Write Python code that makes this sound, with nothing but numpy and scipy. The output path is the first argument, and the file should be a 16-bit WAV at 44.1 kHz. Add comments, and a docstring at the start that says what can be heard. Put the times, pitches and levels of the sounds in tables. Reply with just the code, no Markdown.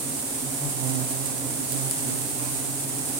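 """A colony of bees swarms close by, outdoors, around a broken-off honeycomb lying on palm leaves.
From the start, dozens of beating wings merge into a low buzz over the fizzing rustle of crawling bees.
In the first second a bee passes on the left, wings brush the comb, and a bee hovering on the right swells.
Short scrapes follow, and just before two seconds bees strike leaf and comb with the sharpest ticks.
Another brush, a scrape and a few fainter passes come last, while the buzz and rustle carry on."""
import sys
import numpy as np
from scipy import signal
from scipy.fft import rfft, irfft
from scipy.io import wavfile

SR = 44100
rng = np.random.default_rng(int(sys.argv[2]) if len(sys.argv) > 2 else 0)


def master_out(mix):
    """Clip the mix to full scale and print it as 16-bit PCM to the path in sys.argv[1]."""
    frames = np.transpose(np.atleast_2d(mix))
    ceiling = np.clip(frames, -1, 1)
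    pcm = np.round(ceiling * 32767).astype(np.int16)
    wavfile.write(sys.argv[1], SR, pcm)


N = 140679

# The tone of a wing stroke in the swarm. Each row: frequency in Hz, relative level in dB.
SWARM_OVERTONES = [(135, -4.5), (255, 3), (300, 2), (410, -7), (550, -9), (720, -7.5), (1000, -12.5),
                   (1400, -19.5), (2500, -28), (4000, -39)]
SWARM_HZ, SPREAD_HZ, RISE_HZ_PER_S = 137.2, 9.5, 1.3  # wingbeats differ between bees and slowly speed up
WANDER_HZ, WANDER_PER_S, SWELL_DB = 3.5, 5, 2.5
SWARM_DB, SWARM_PAN_DB, WIDTH_DB = -37.5, -1, 6
SIDE_DELAY_S, LEFT_LEAD_S = 0.00043, 0.000074  # sound reaches the nearer side first


def swarm(bees=32, size=1024):
    """Many flying bees, each with its own wing stroke, wandering pitch, distance and side."""
    out, overtones = np.zeros((2, N)), np.arange(1, 24)
    from_middle_s = (np.arange(N) - N / 2) / SR
    rank = (np.arange(bees) + .5) / bees
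    offsets = unit(np.log(rank / (1 - rank)))  # most bees stay near the average pitch
    for offset, bearing in zip(offsets, rng.permutation(2 * rank - 1)):
        mean_hz = SWARM_HZ + SPREAD_HZ * offset
        hz = mean_hz + RISE_HZ_PER_S * from_middle_s + WANDER_HZ * drift(WANDER_PER_S)
        beats = np.cumsum(hz) / SR
        strengths = amp(read(SWARM_OVERTONES, overtones * mean_hz))
        phases = np.exp(2j * np.pi * rng.random(len(overtones)))
        stroke = irfft(np.r_[0, strengths * phases], size)  # one wingbeat, played in a loop
        loop = np.r_[stroke, stroke[0]]
        gains = amp(SWELL_DB * drift(WANDER_PER_S)) * pan(WIDTH_DB * bearing)
        lead = mean_hz * (SIDE_DELAY_S * bearing + LEFT_LEAD_S) / 2
        for side, shift in enumerate((lead, -lead)):
            out[side] += gains[side] * np.interp((beats + shift) % 1 * size, np.arange(size + 1), loop)
    return amp(SWARM_DB) * pan(SWARM_PAN_DB) * unit(out)


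# The hovering bee's flight. Each row: time in seconds, wingbeat in Hz, relative level in dB.
HOVER_PATH = [(0, 133.8, -41), (.12, 137.8, -37), (.28, 133, -69), (.47, 137.2, -35.5), (.56, 135.7, -45),
              (0.639, 133.7, -32.5), (.74, 129.7, -36), (.84, 129.6, -25), (1.031, 129.3, -25.5),
              (1.09, 125.4, -38.5), (1.13, 129.8, -30.5), (1.21, 133.5, -30), (1.37, 127.6, -41),
              (1.47, 130, -30.5), (1.66, 130.2, -44.5), (1.74, 132.7, -29.5), (1.87, 131.5, -27.5),
              (1.96, 133, -44), (2.04, 129.8, -35), (2.18, 129.6, -32.5), (2.33, 131.2, -38.5),
              (2.43, 129.2, -32.5), (2.72, 129, -35), (2.8, 136, -40), (2.88, 131, -37.5), (3.19, 133, -40)]
# The tone of one bee, hovering or passing. Each row: frequency in Hz, relative level in dB.
BEE_OVERTONES = [(130, 2), (260, -7.5), (390, -14), (520, -16), (660, -16), (800, -18.5), (1100, -26.5),
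                 (1600, -38.5), (4000, -35)]
# Brief swells of its octave. Each row: middle in seconds, half length in seconds, level in dB.
OCTAVE_FLARES = [(0.487, 0.037, -43), (0.891, 0.034, -33), (0.983, .03, -32), (1.344, .03, -36),
                 (1.618, 0.024, -30), (1.754, 0.012, -30), (2.1, 0.057, -33)]


def hovering_bee(gain_db=-3, left_db=-27, jitter_hz=1.367):
    """One bee hangs on the right, moving in and out; now and then its octave flares."""
    times, path_hz, path_db = np.transpose(HOVER_PATH)
    t = np.arange(N) / SR
    level = amp(gain_db + np.interp(t, times, path_db))
    flares = sum(amp(db) * np.exp(-((t - at) / half) ** 2) for at, half, db in OCTAVE_FLARES)
    hz = np.interp(t, times, path_hz) + jitter_hz * drift(24.5)
    buzz = wingbeat(hz, BEE_OVERTONES, count=22, octave=flares / level)
    return level * buzz * amp([[left_db], [0]])


# Bees flying past. 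Each row: nearest moment in seconds, half length in seconds, wingbeat in Hz,
# relative level in dB.
FLY_PASTS = [(0.658, 0.03, 143.5, -28.5), (0.956, 0.035, 150.3, -40), (2.124, 0.043, 120.3, -40),
             (2.739, 0.086, 143.1, -46), (3.161, 0.057, 142, -43)]


def passing_bees(glide_hz=1.5, right_db=-13.5):
    """Each bee on the left swells and fades with distance while its pitch falls a little."""
    out = np.zeros(N)
    for at, half, hz, db in FLY_PASTS:
        along = (np.arange(N) / SR - at) / half
        buzz = wingbeat(hz - glide_hz * np.tanh(along), BEE_OVERTONES, count=10)
        out += amp(db) / (1 + along ** 2) * buzz
    return out * amp([[0], [right_db]])


# Wings touching the comb. Each row: middle in seconds, half length in seconds, level in dB,
# left minus right in dB.
WING_BRUSHES = [(0.693, .06, -50, -6), (1.246, 0.095, -47, -2), (2.441, 0.056, -42, -5)]
# Their raspy tone. 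Each row: frequency in Hz, relative level in dB.
BRUSH_OVERTONES = [(300, -10), (700, -1), (1020, 4), (1500, -10), (1900, -19), (2450, -1.5), (3400, -24)]


def wing_brushes(wingbeat_hz=147.7, jitter_hz=4):
    """Wings brush the comb for a moment: an unsteady buzz that is nearly all overtones."""
    t, level = np.arange(N) / SR, np.zeros((2, N))
    for at, half, db, pan_db in WING_BRUSHES:
        level += amp(db) * pan(pan_db) * np.exp(-((t - at) / half) ** 2)
    hz = wingbeat_hz + jitter_hz * drift(41.4)
    return level * np.array([unit(wingbeat(hz, BRUSH_OVERTONES, count=24)) for side in range(2)])


# How loud the crawling is. Each row: time in seconds, relative level in dB.
CRAWL_LEVELS = [(0, -33.5), (.45, -33), (.62, -32.5), (.75, -33), (.9, -32), (1.05, -32.5), (1.4, -33.5),
                (1.63, -33), (1.78, -31.5), (2.2, -32), (2.42, -33), (2.56, -32), (2.72, -33), (3.02, -33),
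                (3.12, -32.5), (3.19, -31.5)]
HISS_DB, FLICKER_DB = 2.5, .5
STEPS_DB, STEPS_PER_S = -4.5, 1500
SCUFF_DB, SCUFFS_PER_S, SCUFF_DECAY_S = -7, 100, 0.0019


def crawling():
    """Countless feet and wings scrape the leaves: a fine hiss with nearer steps and scuffs."""
    times, db = np.transpose(CRAWL_LEVELS)
    hiss = rng.standard_normal((2, N)) * amp(FLICKER_DB * drift(19))
    fade = np.exp(-2 / SCUFF_DECAY_S / SR)  # each scuff starts suddenly and dies quickly
    scuff_power = signal.lfilter([1], [1, -fade], abs(contacts(SCUFFS_PER_S)))
    scuffs = unit(np.sqrt(scuff_power) * rng.standard_normal((2, N)))
    touches = amp(HISS_DB) * hiss + amp(STEPS_DB) * contacts(STEPS_PER_S) + amp(SCUFF_DB) * scuffs
    return amp(np.interp(np.arange(N) / SR, times, db)) * bright_ring(touches)


# The tone of the rustle. Each row: frequency in Hz, relative left and right levels in dB.
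RUSTLE_SPECTRUM = [(298, -28.5, -32.5), (1450, -23, -17.5), (3160, -20.5, -19), (4370, -20, -17),
                   (6140, -17.5, -14.5), (6820, -11.5, -10), (7490, -16.5, -7.5), (8500, -9, 0),
                   (9720, -5, -6), (10420, -8, -12), (12270, -17, -13.0), (14000, -16.5, -15.5),
                   (15400, -20, -15.5)]


def bright_ring(touches, size=2048):
    """Every small contact gets a bright ring, a little different on each side."""
    hz, table = np.fft.rfftfreq(size, 1 / SR), np.array(RUSTLE_SPECTRUM)
    gain = amp([read(table[:, [0, 1]], hz), read(table[:, [0, 2]], hz)])
    log_gain = np.log(np.concatenate([gain, gain[:, -2:0:-1]], axis=1))
    spectrum = np.exp(np.conj(signal.hilbert(log_gain)))  # makes the ring come after the touch
    ring = np.fft.ifft(spectrum).real[:, :size // 2]
    ring /= np.sqrt(np.sum(ring ** 2) / 2)
    return signal.oaconvolve(touches, ring, axes=1)[:, :touches.shape[1]]


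# Nearer bees scraping. Each row: start in seconds, length in seconds, level in dB, left minus right in dB.
NEAR_SCRAPES = [(1.097, 0.047, -30, 4), (1.25, .04, -30.5, -2), (1.707, .03, -38, -7),
                (2.559, 0.033, -33, -5)]


def scrapes(grains_per_s=1500):
    """A nearer bee scrapes the leaf: a grainy burst that starts quickly and dies away."""
    level = np.zeros((2, N))
    for start, length, db, pan_db in NEAR_SCRAPES:
        progress = np.maximum(np.arange(N) / SR - start, 0) / length
        level += amp(db) * pan(pan_db) * np.minimum(10 * progress, 1) * np.exp(-progress ** 2)
    grains = unit(contacts(grains_per_s) + rng.standard_normal((2, N)))
    return bright_ring(level * grains)


# Sharp little knocks. Each row: start in seconds, level in dB, left minus right in dB, pitch in Hz,
# rise time in seconds.
BEE_STRIKES = [(0.097, -21, -3, 12500, .00008), (1.2592, -18, -4, 8900, .0003),
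               (1.7222, -9.5, -8, 12500, .00005), (1.73, -15, -9, 11500, .00006),
               (1.7414, -18, -6, 10500, .00004), (1.9113, -9.3, 10, 9700, .00017),
               (1.9147, -22, -3, 9200, .0003)]
BODY_HZ, BODY_DB, BODY_DECAY_S = 4800, -22, 0.002
SCATTER_GAIN, SCATTER_DECAY_S = 0.2, 0.0037


def ticks(size=1024):
    """Bees strike leaf and comb: a bright snap, a lower ring of the leaf and a short scatter of noise."""
    out, t = np.zeros((2, N)), np.arange(size) / SR
    for start, db, pan_db, hz, rise in BEE_STRIKES:
        snap = (t / rise * np.exp(1 - t / rise)) ** 2 * np.sin(2 * np.pi * hz * t)
        body = amp(BODY_DB) * np.exp(-t / BODY_DECAY_S) * np.sin(2 * np.pi * BODY_HZ * t)
        scatter = bright_ring(rng.standard_normal((2, size)) * np.exp(-t / SCATTER_DECAY_S))
        tick = amp(db) * (pan(pan_db) * (snap + body) + SCATTER_GAIN * scatter)
        slot = out[:, round(start * SR):][:, :size]
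        slot += tick[:, :slot.shape[1]]
    return out


# The tone of the open air. Each row: frequency in Hz, relative level in dB.
AIR_SPECTRUM = [(10, -17), (30, 4.5), (55, -6), (95, 6), (200, 7), (450, 2), (750, -2.5), (1300, -11),
                (2500, -20), (6000, -28)]


def air(db=-43.5, pan_db=-4.5):
    """Outdoor air makes a soft, dull noise behind everything."""
    gain = amp(read(AIR_SPECTRUM, np.fft.rfftfreq(N, 1 / SR)))
    noise = irfft(rfft(rng.standard_normal((2, N))) * gain, N)
    return amp(db) * pan(pan_db) * unit(noise)


def wingbeat(hz, tone, count, octave=0, turn_db=2, turn_rad=0.58, turns_per_s=14):
    """One bee's wings buzz; each overtone shifts in strength and timing as the bee turns."""
    phase = 2 * np.pi * np.cumsum(hz) / SR
    out = amp(read(tone, hz.mean())) * np.cos(phase)
    for k in range(2, count):
        shift = turn_rad * drift(turns_per_s) + rng.uniform(0, 2 * np.pi)
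        gain = amp(read(tone, k * hz.mean()) + turn_db * drift(turns_per_s)) + octave * (k == 2)
        out += gain * np.cos(k * phase + shift)
    return np.sqrt(2) * out


def contacts(per_s):
    """Tiny impacts of uneven size at random moments."""
    sizes = amp(np.minimum(rng.exponential(1, (2, N)), 4))
    signs = rng.choice([-1, 1], (2, N))
    hits = rng.random((2, N)) < per_s / SR
    return unit(sizes * signs * hits)


def drift(per_s, count=1024):
    """A smooth random wobble of typical size 1, up to about the given rate."""
    hz = np.fft.rfftfreq(count, 2 * N / SR / count)
    spectrum = rfft(rng.standard_normal(count)) / np.sqrt(1 + (hz / per_s) ** 6)
    return np.interp(np.arange(N), np.linspace(0, 2 * N, count), unit(irfft(spectrum)))


def amp(db):
    """Turns decibels into a gain."""
    return 10 ** (np.asarray(db) / 20)


def unit(x):
    """Scales a signal to an average power of 1."""
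    return x / np.sqrt(np.mean(x ** 2) + 1e-20)


def read(points, hz):
    """Looks up a level between the rows of a tone table, spacing octaves evenly."""
    row_hz, db = np.transpose(points)
    return np.interp(np.log(hz + 1), np.log(row_hz + 1), db)


def pan(db):
    """Left and right gains; positive dB leans left."""
    return amp(np.array([[.5], [-.5]]) * db)


def scene():
    """Flying bees over the rustle of the crawling ones."""
    flying = swarm() + hovering_bee() + passing_bees()
    return flying + crawling() + scrapes() + ticks() + air() + wing_brushes()


def record(dry):
    """Cuts off the highest treble, above 15900 Hz."""
    lowpass = signal.firwin(511, 15900, window=("kaiser", 9), fs=SR)
    return signal.oaconvolve(dry, lowpass[None], "same")


dry = scene()
out = record(dry)
master_out(out)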